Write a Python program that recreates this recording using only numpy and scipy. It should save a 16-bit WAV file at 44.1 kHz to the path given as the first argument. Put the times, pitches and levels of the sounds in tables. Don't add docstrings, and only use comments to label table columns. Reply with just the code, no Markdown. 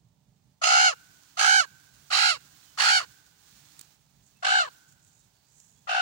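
import sys
import numpy as np
from scipy import signal
from scipy.fft import rfft, irfft, next_fast_len
from scipy.io import wavfile
from scipy.ndimage import uniform_filter1d

SR = 44100
rng = np.random.default_rng(int(sys.argv[2]) if len(sys.argv) > 2 else 0)


def int16_out(signal):
    q = np.round(np.clip(np.atleast_2d(signal).T, -1, 1) * 32767)
    wavfile.write(sys.argv[1], SR, q.astype(np.int16))


N = 265437

# start in seconds, length in seconds, time to the top of the pitch arch in seconds,
# release in seconds, top pitch in Hz, caw level in dB, fundamental and rasp relative to it in dB,
# roughness (0-1) after the attack and at the top, flutter strength as a factor,
# time before the end at which the voice breaks up in seconds.
CAWS = [(.613, 0.33, 0.24, 0.056, 750.7, -21.5, -5.5, -0.84, 0.69, 0.41, 1.1, .028),
        (1.368, 0.29, .19, 0.055, 776.3, -18.5, -12, -5, 0.76, 0.24, 1.05, 0.025),
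        (2.1, 0.28, .15, 0.074, 758, -25, -8, 3.5, 0.68, 0.42, .85, 0.032),
        (2.772, 0.28, 0.17, .076, 766.4, -23.5, -8.5, 1.5, .92, 0.25, 1, 0.071),
        (4.423, 0.27, .13, 0.084, 746, -23.5, -7.5, -4.5, 0.92, .36, 1.5, 0.067),
        (5.87, 0.25, 0.15, .07, 733, -26, -5, -6, .85, .55, 0.94, 0.057)]
# time of a throb's crest in seconds, throbs per second at the start, middle and end,
# pitch swing as a factor, throb of the second harmonic in dB at full drive.
FLUTTERS = [(.640, 54.7, 67.2, 58, 0.067, 1), (1.397, 56.3, 62.9, 42.3, 0.098, 3),
            (2.133, 43.6, 63.13, 56, 0.17, 1.5), (2.805, 53.46, 63.8, 62.35, 0.12, 2),
            (4.451, 46.15, 63.83, 46.7, 0.086, 5), (5.896, 54.2, 60.15, 51.1, 0.087, 3)]
# tilt of the rasp above 2 kHz in dB per octave, left relative
# to right in dB for the fundamental, the upper tones and the rasp, lag of the right port in ms.
POSES = [(1.5, -5, -2.5, -9, 0.986), (1.5, -3, -11.5, -8, 0.98), (2.5, -6, -6.5, -11, 0.898),
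         (1.5, -6.5, -3.5, -10.5, 0.902), (-4.5, -6, -1, -8.5, 1.032), (-4, -3, 1.5, -8, 1.1)]
# centre in Hz, boost in dB.
BEAKS = [
    [(1250, 14), (2200, 6), (2800, 11.5), (4300, 7), (4900, 9), (6650, 13.5)],
    [(1250, 9), (2250, 5.5), (2900, 6), (4450, 7), (6550, 8.5)],
    [(1620, 5.5), (2000, 8), (2750, 11), (3550, -12.5), (4000, 12), (4400, -0.5), (4850, 9.5)],
    [(1700, 12.5), (2870, 7), (3650, -1), (4300, 6), (4750, 7.5)],
    [(1900, -23), (3000, 6), (4250, 6.5), (6700, 1.5), (7800, 8.5)],
    [(2720, 10.5), (3100, 4.5), (4250, 4)],
]


def raven():
    voice = np.zeros((2, N))
    for row, flutter, pose, beak in zip(CAWS, FLUTTERS, POSES, BEAKS):
        add(voice, *caw(row, flutter, pose, beak))
    return clearing(ports(voice))


# frequency in Hz, relative level in dB.
THROAT = [(250, -45.5), (500, -37.5), (700, -9.5), (1000, -23), (1400, -6.5), (1850, -1), (2250, 0.5),
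          (2900, 0), (3500, 0), (4400, 1.5), (5500, -3.5), (7000, -3.5), (8200, -10), (9800, -13.5),
          (11500, -31), (13500, -29.5), (15200, -20)]
PIPE_HZ, PIPE_OCTAVES, THIRD_DB = 1420, 0.23, 5.5


def caw(row, flutter, pose, beak):
    start, length, top_s, release_s, top_hz, level_db, low_db, rasp_db, *harshness = row
    crest_s, *rates, swing, mid_throb_db = flutter
    tilt_db, low_pan_db, mid_pan_db, rasp_pan_db, lag_ms = pose
    t = np.arange(start, start + length, 1 / SR)
    count = len(t)
    arch, levels_db, rough, drive = gesture(t - start, length, top_s, release_s, *harshness)
    first_db, second_db, turbulence_db = levels_db
    rough = np.clip(rough, .02, .98)

    beats = np.cumsum(np.interp(t, np.linspace(t[0], t[-1], len(rates)), rates)) / SR
    beat = 2 * np.pi * (beats - np.interp(crest_s, t, beats))
    flip = np.tanh(1.8 * np.cos(beat))
    throb = drive * flip * (1 + .25 * wander(count, 49.3))

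    pitch_swing = swing * (.15 + 1.6 * rough) * throb
    stray = rough * (.018 * wander(count, 630) + .015 * wander(count, 150))
    phase = 2 * np.pi * np.cumsum(top_hz * arch * (1 + pitch_swing + stray)) / SR

    gate = 1 + np.clip(2.2 * drive - .3, 0, .88) * np.cos(beat)
    first = steady(gate ** 1.2) * hoarse(phase, .35 * rough ** 2, 140)
    burst_db = -1.5 * drive * np.cos(2 * beat)
    second = steady(amp(mid_throb_db * throb + burst_db)) * hoarse(2 * phase, .55 * rough ** 2, 175)
    pipe = bump(3 * top_hz * arch, PIPE_HZ, PIPE_OCTAVES)
    third = amp(THIRD_DB) * pipe * hoarse(3 * phase, .5 * rough, 150)
    low = pan(low_pan_db) * amp(low_db + first_db) * first
    tone = low + pan(mid_pan_db) * amp(second_db) * (second + third)

    closures = np.zeros(count)
    for k in range(3, 21):
        unsteady = .36 * rough * (k - 2) * wander(count, 260)
        closures += np.cos(k * phase + .12 * k ** 2 + unsteady) / k ** 0.11
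    closures *= amp(4 * rough * wander(count, 910))
    air = rng.standard_normal(count) + 1.86 * rng.standard_normal((2, count))
    puffs = (1 + np.cos(phase)) * air
    airy = rough ** 1.3
    rasp = ((1 - airy) * unit(closures) + airy * unit(puffs)) / np.hypot(1 - airy, airy)
    rasp *= amp(3 * rough * throb)
    rasp = colour(rasp, lambda f: read(THROAT, f) + tilt_db * np.log2(np.maximum(f, 2000) / 2000))
    for hz, boost_db in beak:
        rasp = ring(rasp, hz, boost_db)
    rasp = pan(rasp_pan_db) * amp(rasp_db + turbulence_db) * unit(rasp)

    left, right = amp(level_db) * (tone + rasp) * signal.windows.tukey(count, .04)
    lag = round(lag_ms * SR / 1000)
    return start, np.array([np.pad(left, (0, lag)), np.pad(right, (lag, 0))])


PITCH_RISE, RISE_CURVE, PITCH_SAG, SAG_CURVE = .135, 1.4, .43, 2.2
ATTACK_S, ATTACK_CURVE = .025, 2.1
ATTACK_DB, RELEASE_DB = (-7, -5, -14.5), (-16.5, -26, -27)
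# crest as a share of the caw, offset in dB at the start.
SWELL_AT, SWELL_DB = (0.44, 0.55, 0.34), (-5, -10, -0.5)
FLUTTER_START, FLUTTER_TOP, FLUTTER_END, FLUTTER_FADE_S = 0.28, .68, 0.16, .1
BREAK_S, ROUGH_END = .022, 1


def gesture(age, length, top_s, release_s, rough_start, rough_top, strength, break_s):
    rising = np.clip(1 - age / top_s, 0, 1)
    sagging = np.clip((age - top_s) / (length - top_s), 0, 1)
    arch = 1 - PITCH_RISE * rising ** RISE_CURVE - PITCH_SAG * sagging ** SAG_CURVE
    attack = np.clip(1 - (age / ATTACK_S) ** ATTACK_CURVE, 0, 1)
    release = np.clip(1 - (length - age) / release_s, 0, 1)
    levels_db = []
    for attack_db, swell_db, crest, release_db in zip(ATTACK_DB, SWELL_DB, SWELL_AT, RELEASE_DB):
        swell = swell_db * (age / (crest * length) - 1) ** 2
        levels_db.append(attack_db * attack + swell + release_db * release)
    rough = np.interp(age, [ATTACK_S, top_s, length - break_s, length - break_s + BREAK_S],
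                      [rough_start, rough_top, rough_top, ROUGH_END])
    drive = strength * np.interp(age, [0, ATTACK_S, top_s, top_s + FLUTTER_FADE_S],
                                 [FLUTTER_START, 1, FLUTTER_TOP, FLUTTER_END])
    return arch, levels_db, rough, drive


def hoarse(phase, share, width_hz):
    a, b = wander(len(phase), width_hz), wander(len(phase), width_hz)
    clear = np.sqrt(2 * (1 - share)) * np.sin(phase)
    return clear + np.sqrt(share) * (a * np.sin(phase) + b * np.cos(phase))


def steady(swell):
    return swell / np.sqrt(uniform_filter1d(swell ** 2, size=2200))


def ring(x, hz, boost_db, width_hz=260):
    return x + (amp(boost_db) - 1) * signal.lfilter(*signal.iirpeak(hz, hz / width_hz, SR), x)


# frequency in Hz, gain in dB.
LEFT_PORT = [(400, 3.5), (780, 1), (1100, 2.5), (1500, 4), (2250, -1.5), (2800, 2), (3600, 3.5), (4600, 4),
             (6000, 5), (8000, -4), (9600, 8), (12000, -24.5)]


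def ports(x):
    return np.array([colour(x[0], lambda f: read(LEFT_PORT, f)), x[1]])


# frequency in Hz, relative level in dB.
WOODS = [(300, -9.5), (800, -19), (1150, -15.5), (1500, -7), (2000, -9.5), (3000, 6.5), (5000, -8),
         (9000, -26)]
# frequency in Hz, time to fall by 60 dB in seconds.
WOODS_T60 = [(500, 1.2), (1500, 1.51), (3000, 0.3), (8000, 0.53)]


def clearing(x, scatter_s=.006, scatter_db=-11, echo_s=.008, echo_db=-16, woods_db=-34.5):
    t = np.arange(SR) / SR
    near = rng.standard_normal((2, SR)) * np.exp(-t / scatter_s)
    near = colour(near, lambda f: -10 * np.log10(1 + (2000 / (f + 1)) ** 4))
    near *= amp(scatter_db) / np.linalg.norm(near[0])
    near[:, round(echo_s * SR)] += amp(echo_db)

    hz, age, z = signal.stft(rng.standard_normal((2, SR)), SR, nperseg=512)
    decay_db = read(WOODS, hz)[:, None] - 60 * age / read(WOODS_T60, hz)[:, None]
    z = z * amp(decay_db) * (1 - np.exp(-age / 0.044))
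    far = signal.istft(z, SR, nperseg=512)[1][:, :SR]
    far *= amp(woods_db) / np.sqrt(uniform_filter1d(abs(rfft(far[0])) ** 2, size=300).max())
    return x + signal.fftconvolve(x, near + far, axes=1)[:, :N]


# frequency in Hz, relative level in dB.
GRASS = [(180, -33.5), (300, -0.5), (354, -16.5), (462, -22.5), (1230, -9), (1580, -7.5), (2140, -10.5),
         (4370, -5.5), (5160, -7), (6740, -4.5), (13300, -20), (15000, -7), (16000, -4)]
# time in seconds, relative level in dB.
HISS = [(0, -77.5), (.6, -75), (.95, -59.5), (1.8, -60), (2.65, -57), (3.1, -57.5), (3.35, -63),
        (3.5, -57.5), (3.82, -57.5), (4.0, -68.5), (4.4, -66.5), (4.75, -59), (5.0, -68.5), (5.8, -68),
        (6.02, -62)]
# centre in seconds, relative level in dB, length in seconds.
SWISHES = [(4.27, -66.5, .08), (4.905, -66.5, 0.076), (5.057, -68, 0.12), (5.191, -66.5, 0.17),
           (5.603, -62, 0.21), (5.785, -73, 0.27)]


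def grass(hiss_db=2, grain_db=1.0, swish_hz=7000, right_db=4.0):
    t = np.arange(N) / SR
    grain = grain_db * wander(N, 300) + .7 * wander(N, 20)
    hiss = noise(GRASS, 0.058) * amp(hiss_db + np.interp(t, *np.transpose(HISS)) + grain)
    strokes = np.zeros(N)
    for centre_s, db, length in SWISHES:
        strokes += amp(db) * np.exp(-(2 * (t - centre_s) / length) ** 2)
    swish = unit(colour(rng.standard_normal((2, N)), lambda f: 22 * bump(f, swish_hz, 0.29)))
    left, right = hiss + swish * strokes * amp(2.7 * wander(N, 153))
    return np.array([colour(left, lambda f: -4 - 20 * (f / 15000) ** 2), amp(right_db) * right])


# time in seconds, peak level in dB before panning, pitch in Hz.
SNAPS = [(3.794, -31.5, 8400), (3.8130, -28.5, 8100), (4.372, -53, 8800), (4.925, -48, 7780),
         (5.05, -49.5, 7600), (5.602, -39, 7000)]


def snaps(decay_s=0.0015, left_db=-9):
    out, t = np.zeros((2, N)), np.arange(1024) / SR
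    lead_s = .003
    for s, db, hz in SNAPS:
        burst = rng.standard_normal((2, len(t))) * np.exp(-abs(t - lead_s) / decay_s)
        burst = colour(burst, lambda f: 14 * bump(f, hz, .2) + 12 * bump(f, 15300, .07) + 10 * bump(f, 5000, .8))
        add(out, s - lead_s, amp(db) * pan(left_db) * burst / abs(burst).max())
    return out


# start in seconds, length in seconds, start and end pitch in Hz,
# relative level in dB.
CHIRPS = [(2.633, 0.12, 3240, 2850, -70), (4.34, .07, 2600, 2650, -75), (5.11, .2, 3692, 3860, -82),
          (5.3, .17, 4650, 4380, -82), (5.4, 0.15, 4780, 4740, -81), (5.726, 0.12, 3355, 3420, -80)]


def songbird(waver=0.011):
    out = np.zeros((2, N))
    for s, length, start_hz, end_hz, db in CHIRPS:
        count = round(length * SR)
        hz = np.linspace(start_hz, end_hz, count) * (1 + waver * wander(count, 200))
        whistle = 2 * np.hanning(count) * np.sin(2 * np.pi * np.cumsum(hz) / SR)
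        add(out, s, pan(-10) * amp(db) * whistle)
    return out


# frequency in Hz, relative level in dB.
RUMBLE = [(15, -71), (25, -48), (51, 0.5), (75, -2.5), (141, 6), (249, -8), (362, -21.5), (397, -15.5),
          (498, -30), (600, -15.5), (780, -62.5), (1320, -120)]
# time in seconds, level in dB about which it heaves.
RUMBLE_DB = [(0, -67), (3.8, -67.5), (5.8, -70)]
# frequency in Hz, relative level in dB.
AIR = [(240, -27.5), (400, -2.5), (536, -8), (579, -7), (777, -0.5), (949, -3.5), (1310, -15.5),
       (4510, -16), (16000, -45.5)]


def outdoors(air_db=-75.5, air_follow=0.26):
    t = np.arange(N) / SR
    heave_db = np.interp(t, *np.transpose(RUMBLE_DB)) + 2.2 * wander(N, 6)
    rumble = pan(-7) * noise(RUMBLE, .82) * amp(heave_db)
    stir_db = np.interp(t, *np.transpose(HISS))
    air = pan(-5.0) * noise(AIR, 0.2) * amp(air_db + air_follow * (stir_db - stir_db.mean()))
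    return rumble + air


def noise(spectrum, same):
    a, b = rng.standard_normal((2, N))
    pair = np.array([a, same * a + np.sqrt(1 - same ** 2) * b])
    return unit(colour(pair, lambda f: read(spectrum, f)))


def wander(count, hz):
    return unit(colour(rng.standard_normal(count), lambda f: -20 * np.log10(1 + (f / hz) ** 4)))


def colour(x, db_at):
    size = next_fast_len(x.shape[-1] + 2048)
    gain = amp(db_at(np.fft.rfftfreq(size, 1 / SR)))
    return irfft(rfft(x, size) * gain, size)[..., :x.shape[-1]]


def bump(hz, centre_hz, octaves):
    return np.exp(-.5 * (np.log2((hz + 1) / centre_hz) / octaves) ** 2)


def read(points, hz):
    f, value = np.transpose(points)
    return np.interp(np.log(hz + 1), np.log(f + 1), value)


def pan(left_db):
    return unit(np.array([[amp(left_db)], [1.]]))


def amp(db):
    return 10 ** (np.asarray(db) / 20)


def unit(x):
    return x / np.sqrt(np.mean(x ** 2) + 1e-20)


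def add(mix, s, sound):
    part = mix[:, round(s * SR):][:, :sound.shape[1]]
    part += sound[:, :part.shape[1]]


def scene():
    return raven() + grass() + snaps() + songbird() + outdoors()


def record(dry, cutoff_hz=15850):
    lowpass = signal.firwin(511, cutoff_hz, window=("kaiser", 9), fs=SR)
    return signal.oaconvolve(dry, lowpass[None], "same")


dry = scene()
out = record(dry)
int16_out(out)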